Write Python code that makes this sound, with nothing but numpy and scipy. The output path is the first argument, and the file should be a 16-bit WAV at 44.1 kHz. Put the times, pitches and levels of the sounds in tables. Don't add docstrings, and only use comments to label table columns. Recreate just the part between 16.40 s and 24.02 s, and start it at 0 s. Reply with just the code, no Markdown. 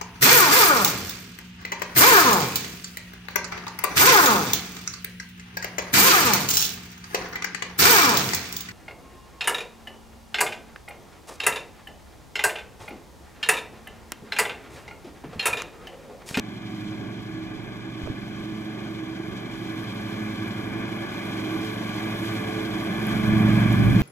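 import sys
import numpy as np
from scipy import signal
from scipy.fft import rfft, irfft, next_fast_len
from scipy.io import wavfile

SR = 44100
rng = np.random.default_rng(int(sys.argv[2]) if len(sys.argv) > 2 else 0)


def waveform_to_disk(signal):
    frames = np.transpose(np.atleast_2d(signal))
    scaled = np.clip(frames, -1, 1) * 32767
    samples = np.round(scaled).astype(np.int16)
    wavfile.write(sys.argv[1], SR, samples)


N = 336042
SIZE = next_fast_len(N + 8192)
HZ = np.maximum(np.arange(SIZE // 2 + 1) * SR / SIZE, 1)
TIME_S = np.arange(N) / SR

START_M, DRIVE_M_PER_S = 34.43, 3.384
# (level_db at the start, growth in dB per dB of nearness)
EXHAUST_LEVEL, ROAR_LEVEL, DRONE_LEVEL = (-44.5, 0.47), (-46, 1.15), (-37.5, 0.85)
HISS_LEVEL, SIZZLE_LEVEL = (-46, 1), (-68, 1.69)
HISS_SHARE, ROAR_SHARE = 0.75, 0.29
PASSES_PER_CYCLE = 4.515
SLIP_LOSS_PER_S = .028
RIGHT_DB, RIGHT_LAG_MS = 1.6, .108
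CUTOFF_HZ = 15700

# (time_s, speed in cycles per s)
ENGINE_SPEED = [(0.0, 23.53), (0.35, 23.29), (0.5, 23.41), (0.65, 23.36), (1.0, 23.7), (1.17, 23.43),
                (1.5, 23.73), (1.76, 23.43), (1.97, 23.7), (2.15, 23.57), (2.4, 23.79), (2.6, 23.6),
                (2.85, 23.93), (3.35, 23.9), (3.6, 23.37), (3.8, 23.6), (3.97, 23.51), (4.48, 24.15),
                (4.68, 24.25), (4.85, 23.42), (5.0, 23.33), (5.25, 23.82), (5.5, 23.5), (5.85, 23.97),
                (6.4, 23.78), (6.8, 23.92), (7.05, 23.62), (7.45, 24.13), (7.62, 24.0)]
# (time_s, change_db)
BASS_SWELL = [(0, 0), (4.55, 0), (4.75, -5), (4.9, 0), (6.45, 0), (6.65, 3), (6.8, 8.5), (7.0, 14.5),
              (7.2, 15.5), (7.4, 13.5), (7.62, 15)]
# (centre_s, extra sizzle
# in dB, length_s)
THICK_PATCHES = [(0.374, 3.5, 0.33), (1.65, 1, 0.057), (3.4, 2.5, 0.39), (3.852, 2.5, 0.38),
                 (5.118, 3.5, 0.51), (5.873, 3.5, 0.29), (6.72, 3, 0.055), (7.524, -1.5, 0.46)]
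# (multiple of the engine cycle, relative
# level_db)
EXHAUST_TONES = [(2, -15), (3, -19), (4, -16), (5, 0.5), (5.5, -13), (6, -6.5), (6.5, -12), (7, -10),
                 (8, 1), (9, -7), (10, -11), (11, -2), (12, -9), (12.9, -6), (13, -4), (14, 2), (15, -3),
                 (16, -6), (17, -9), (24.5, -9), (31.5, -15)]
# (slip at the start in passes per s, start angle in passes,
# then the level_db of multiples 1, 2, 3, 4 and 5 before growth and waver)
BLADE_HUMS = [(-.263, .04, -56, -49.5, -38, -61, -75), (0, 0, -57, -45, -62, -53, -64),
              (.359, .758, -59, -50, -41.5, -45, -57)]
# (dB per dB of nearness, dB per dB of bass swell)
HUM_GROWTH = [(1.6, .66), (1.05, .7), (.55, .4), (1.5, 0), (1.5, 0)]
# (time_s, change_db)
HUM_WAVER = [(0, -4), (.5, 1.5), (1.0, 1.5), (1.5, -3.5), (2.1, 1), (2.6, 2), (3.0, -1.5), (3.3, 0.8),
             (3.9, 0), (4.4, 1.5), (4.75, -1), (5.2, 4), (5.55, -2.5), (6.0, 3.7), (6.5, -0.8), (7.0, 0),
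             (7.3, -1), (7.62, -3.5)]
# (time_s, level_db)
WHINE_LEVEL = [(0, -47.5), (1.1, -47.5), (1.4, -54), (3.0, -52), (3.5, -60), (7.62, -60)]
# (multiple of the blade pass, relative level_db)
WHINE_MULTIPLES = [(6, -5), (7, -1), (8, -8)]
# (frequency_hz, relative level in dB per Hz)
ROAR_COLOUR = [(380, 0), (470, 8.5), (550, 9.5), (760, -1.5), (900, -5.5), (1200, 0.5), (1700, 2.5),
               (2400, -3.5), (2900, -11), (3500, -5.5)]
# (pitch_hz, width_hz, boost_db)
DECK_RINGS = [(757, 88, 2), (1151, 49, 4.5), (1715, 47, 6), (2404, 190, 7.5)]
# (time_s, change_db)
ROAR_RISE_AND_FALL = [(0, -0.5), (2.5, -0.5), (3.6, 0.5), (4.6, 1.5), (5.4, 1), (6.4, 0.5), (7.0, 2.5),
                      (7.62, 1)]
# (frequency_hz, relative level in dB per Hz)
DRONE_COLOUR = [(90, 0.5), (130, -10), (200, 0), (330, 10), (430, 7.5), (520, -32)]
# (frequency_hz, relative level in dB per Hz)
RUMBLE_COLOUR = [(12, -18), (30, -22), (55, 1), (80, -2), (125, -18), (180, 14), (290, 0), (400, -15),
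                 (800, -59)]
# (time_s, level_db)
RUMBLE_SWELL = [(0, -47), (1.5, -53), (3, -51), (3.6, -47), (5, -49), (6.4, -40), (6.75, -36), (6.95, -41),
                (7.3, -31), (7.62, -19.5)]
# (frequency_hz, relative level in dB per Hz)
HISS_COLOUR = [(2300, -0.5), (2900, 3.5), (3500, 1.5), (4000, -6.5), (4600, -10), (6000, -14.5),
               (7500, -17), (9500, -32), (12000, -36)]
# (frequency_hz, relative level in dB per Hz)
SIZZLE_COLOUR = [(7000, -7), (9500, -8.5), (12000, -4), (14000, -7), (15000, -9), (16500, -13)]
# (start_s, click height in dB before filtering)
STALK_SNAPS = [(0.6483, -47), (2.8683, -43), (3.22, -40), (3.2943, -30), (3.4499, -37), (3.5178, -45),
               (3.6392, -40), (3.8401, -50), (5.5651, -18), (5.9403, -26), (6.6688, -7), (7.328, -10)]
# (frequency_hz, relative level in dB per Hz)
WIND_COLOUR = [(12, -12), (30, -13), (50, -6), (90, -4.5), (160, -2), (300, -11), (450, -35)]
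# (time_s, level_db at the left port)
WIND_GUSTS = [(0, -56), (.6, -51), (1.4, -49), (2, -50), (2.6, -60), (3.1, -50), (3.6, -62), (4.1, -60),
              (4.35, -49), (4.8, -54), (5.3, -57), (5.8, -66), (6.5, -60), (6.8, -42), (6.9, -31),
              (7.2, -37), (7.45, -24), (7.62, -27)]
WIND_AT_PORTS = [
    [0],
    [6],
]
# (centre_hz, width_hz, gain_db at the centre,
# sense: -1 where the echo outweighs the direct sound, else 1)
LEFT_ECHOES = [(110, 570, -0.15, 1), (441.5, 676, -21, 1), (1260, 300, -41, 1), (1883, 517, -18.2, 1),
               (2420, 240, -6.5, 1), (2734, 850, -12.5, 1), (3286, 380, -18.5, 1), (3590, 500, -4, 1),
               (4220, 390, -4, 1), (4950, 520, 3.5, 1), (5380, 960, -10, 1)]
# (centre_hz, width_hz, gain_db at the centre, sense as on the left)
RIGHT_ECHOES = [(542.5, 916, -21.5, 1), (1428, 540, -19, 1), (1898, 820, -12.5, -1), (2864, 1156, -23, 1),
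                (4194, 276, -6.5, -1), (5070, 180, -11.5, -1), (6620, 1000, -8, 1), (7500, 1450, -32, 1),
                (8710, 4600, -20, 1), (13000, 1290, -14.5, 1), (14400, 3300, -11, 1)]
# (frequency_hz, gain_db)
SCATTER_SHARE = [(10, -1), (60, 3), (150, -6), (300, -18), (1500, -17.5), (3000, -14.5), (6000, -5.5),
                 (10000, -5.5), (17000, -1.5)]
# (start_s, ring height_db
# at the right port, pitch_hz, time to fade by 60 dB in s, left port against right in dB)
FINGER_BUMPS = [(1.636, -23, 85, .09, 0), (1.659, -22, 500, .008, -12), (1.665, -28, 1300, .006, -14),
                (1.668, -22, 130, .03, -9), (1.674, -26, 1100, .006, -14), (1.674, -18.5, 600, .015, -14),
                (1.680, -21, 380, .025, -12), (1.6995, -15, 125, .045, -5), (1.710, -28, 220, .05, 7),
                (1.743, -25, 300, .015, -6)]


def amp(db):
    return 10 ** (np.asarray(db) / 20)


def rms_one(x):
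    return x / np.sqrt(np.mean(x ** 2) + 1e-20)


def in_time(rows):
    times, values = np.transpose(rows)
    return np.interp(TIME_S, times, values)


def drift(rate_hz):
    pole = np.exp(-80 * np.pi * rate_hz / SR)
    noise = rng.standard_normal(N // 40 + 2002)
    slow = signal.lfilter([1], [1, -2 * pole, pole * pole], noise)[2000:]
    return np.interp(np.arange(N) / 40, np.arange(len(slow)), rms_one(slow))


def shaped(x, response):
    return irfft(rfft(x, SIZE) * response, SIZE)[..., :N]


def colour(spectrum):
    hz, db = np.transpose(spectrum)
    return amp(np.interp(np.log(HZ), np.log(hz), db, left=-80, right=-80))


def peaks(modes):
    return amp(sum(db / (1 + (2 * (HZ - hz) / width_hz) ** 2) for hz, width_hz, db in modes))


def rush(response, gate):
    return rms_one(shaped(rng.standard_normal((3, N)) * gate, response))


def turn(per_s):
    return 2 * np.pi * np.cumsum(per_s) / SR


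def nearness():
    travelled = np.clip(DRIVE_M_PER_S * TIME_S / START_M, 0, .95)
    return -20 * np.log10(1 - travelled)


def patches():
    return sum(db * np.exp(-2 * ((TIME_S - s) / length) ** 2) for s, db, length in THICK_PATCHES)


def exhaust(cycle, exhaust_db, roar_db):
    out = 0
    for multiple, db in EXHAUST_TONES:
        low = 1 / (1 + (multiple / 11.5) ** 9.0)
        level_db = db + low * exhaust_db + (1 - low) * (roar_db - 0.5) + drift(6.1)
        phase = rng.normal(0, .55) + .03 * multiple * drift(4.0)
        out = out + amp(level_db) * np.sin(multiple * cycle + phase)
    return np.sqrt(2) * out


def blade_angles(cycle):
    angles = []
    for slip, start, *_ in BLADE_HUMS:
        slipped = slip * (TIME_S - SLIP_LOSS_PER_S * TIME_S ** 2 / 2) + start
        angles.append(PASSES_PER_CYCLE * cycle + 2 * np.pi * slipped)
    return angles


def whine(angle):
    tones = sum(amp(db) * np.sin(k * angle + 0.2 * drift(6.7)) for k, db in WHINE_MULTIPLES)
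    return amp(in_time(WHINE_LEVEL)) * tones


def blades(angles, near_db, bass_db):
    out = whine(angles[1])
    waver_db = in_time(HUM_WAVER)
    for k, (near, bass) in enumerate(HUM_GROWTH):
        shake = .14 * (k + 1) * drift(5.0)
        hum = 0
        for row, angle in zip(BLADE_HUMS, angles):
            hum = hum + amp(row[2 + k]) * np.sin((k + 1) * angle + shake)
        level_db = near * near_db + bass * bass_db + waver_db + 1.5 * drift(9.0)
        out = out + np.sqrt(2) * amp(level_db) * hum
    return out


def roar(cycle, roar_db, drone_db):
    puffs = amp(0.22 * np.sin(cycle) + 0.42 * drift(2.3) + 0.39 * drift(8.6))
    level_db = roar_db + 10.0 + in_time(ROAR_RISE_AND_FALL)
    main = amp(level_db) * rush(colour(ROAR_COLOUR) * peaks(DECK_RINGS), puffs)
    return main + amp(drone_db) * rush(colour(DRONE_COLOUR), puffs)


def deck_rumble():
    return amp(in_time(RUMBLE_SWELL)) * rush(colour(RUMBLE_COLOUR), 1)


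def grass(cycle, hiss_db, sizzle_db):
    load_db = .7 * drift(14.0) + .3 * np.sin(cycle)
    hiss = amp(hiss_db) * rush(colour(HISS_COLOUR), amp(load_db + 1.2 * drift(36.0)))
    hiss += amp(sizzle_db) * rush(colour(SIZZLE_COLOUR), amp(load_db + drift(18.0)))
    tick_times = rng.random(N) < 60 / SR
    tick_heights = amp(2.4 * np.minimum(rng.exponential(1, N), 5))
    ticks = tick_times * tick_heights * rng.choice([-1, 1], N)
    snaps = np.zeros(N)
    for s, db in STALK_SNAPS:
        snaps[round(s * SR)] = amp(db)
    band = signal.butter(4, [10500, 15500], "band", fs=SR, output="sos")
    bright_snaps, bright_ticks = signal.sosfilt(band, [snaps, ticks])
    hiss[0] += bright_snaps + amp(sizzle_db - 8.0) * rms_one(bright_ticks)
    return hiss


def port(echoes):
    response = 1
    for hz, width_hz, gain_db, sense in echoes:
        detune, damping = hz ** 2 - HZ ** 2, 1j * HZ * width_hz
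        centre_gain = np.sign(sense) * amp(gain_db)
        response = response * (detune + centre_gain * damping) / (detune + damping)
    return response


def at_ports(mower, noise):
    lag = amp(RIGHT_DB) * np.exp(-2j * np.pi * HZ * RIGHT_LAG_MS / 1000)
    direct = shaped(mower, np.array([port(LEFT_ECHOES), lag * port(RIGHT_ECHOES)]))
    scattered = shaped(noise[1:], colour(SCATTER_SHARE)) * amp([[0], [-7]])
    return direct + scattered


def wind():
    lumps = amp([3.0 * drift(6.0), 3.0 * drift(6.0)])
    rumble = rms_one(shaped(rng.standard_normal((2, N)) * lumps, colour(WIND_COLOUR)))
    return amp(in_time(WIND_GUSTS) + np.array(WIND_AT_PORTS)) * rumble


def ring(clicks, hz, t60):
    r, w = amp(-60 / (t60 * SR)), 2 * np.pi * hz / SR
    return signal.lfilter([0, np.sin(w)], [1, -2 * r * np.cos(w), r * r], clicks + 1e-18)


def bumps():
    out = np.zeros((2, N))
    for s, db, hz, t60, left_db in FINGER_BUMPS:
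        click = np.zeros(N)
        click[round(s * SR)] = amp(db)
        out += ring(click, hz, t60) * amp([[left_db], [0]])
    return out


def scene():
    cycle, near_db = turn(in_time(ENGINE_SPEED)), nearness()
    bass_db, thick_db = in_time(BASS_SWELL), patches()
    levels = (EXHAUST_LEVEL, ROAR_LEVEL, DRONE_LEVEL, HISS_LEVEL, SIZZLE_LEVEL)
    exhaust_db, roar_db, drone_db, hiss_db, sizzle_db = (db + growth * near_db for db, growth in levels)
    roar_db = roar_db + ROAR_SHARE * thick_db
    hiss_db = hiss_db + HISS_SHARE * thick_db
    sizzle_db = sizzle_db + thick_db
    tones = exhaust(cycle, exhaust_db + bass_db, roar_db)
    tones = tones + blades(blade_angles(cycle), near_db, bass_db)
    noise = roar(cycle, roar_db, drone_db) + deck_rumble() + grass(cycle, hiss_db, sizzle_db)
    return at_ports(tones + noise[0], noise) + wind() + bumps()


def record(dry):
    return signal.sosfilt(signal.ellip(12, .5, 70, CUTOFF_HZ, fs=SR, output="sos"), dry)


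dry = scene()
out = record(dry)
waveform_to_disk(out)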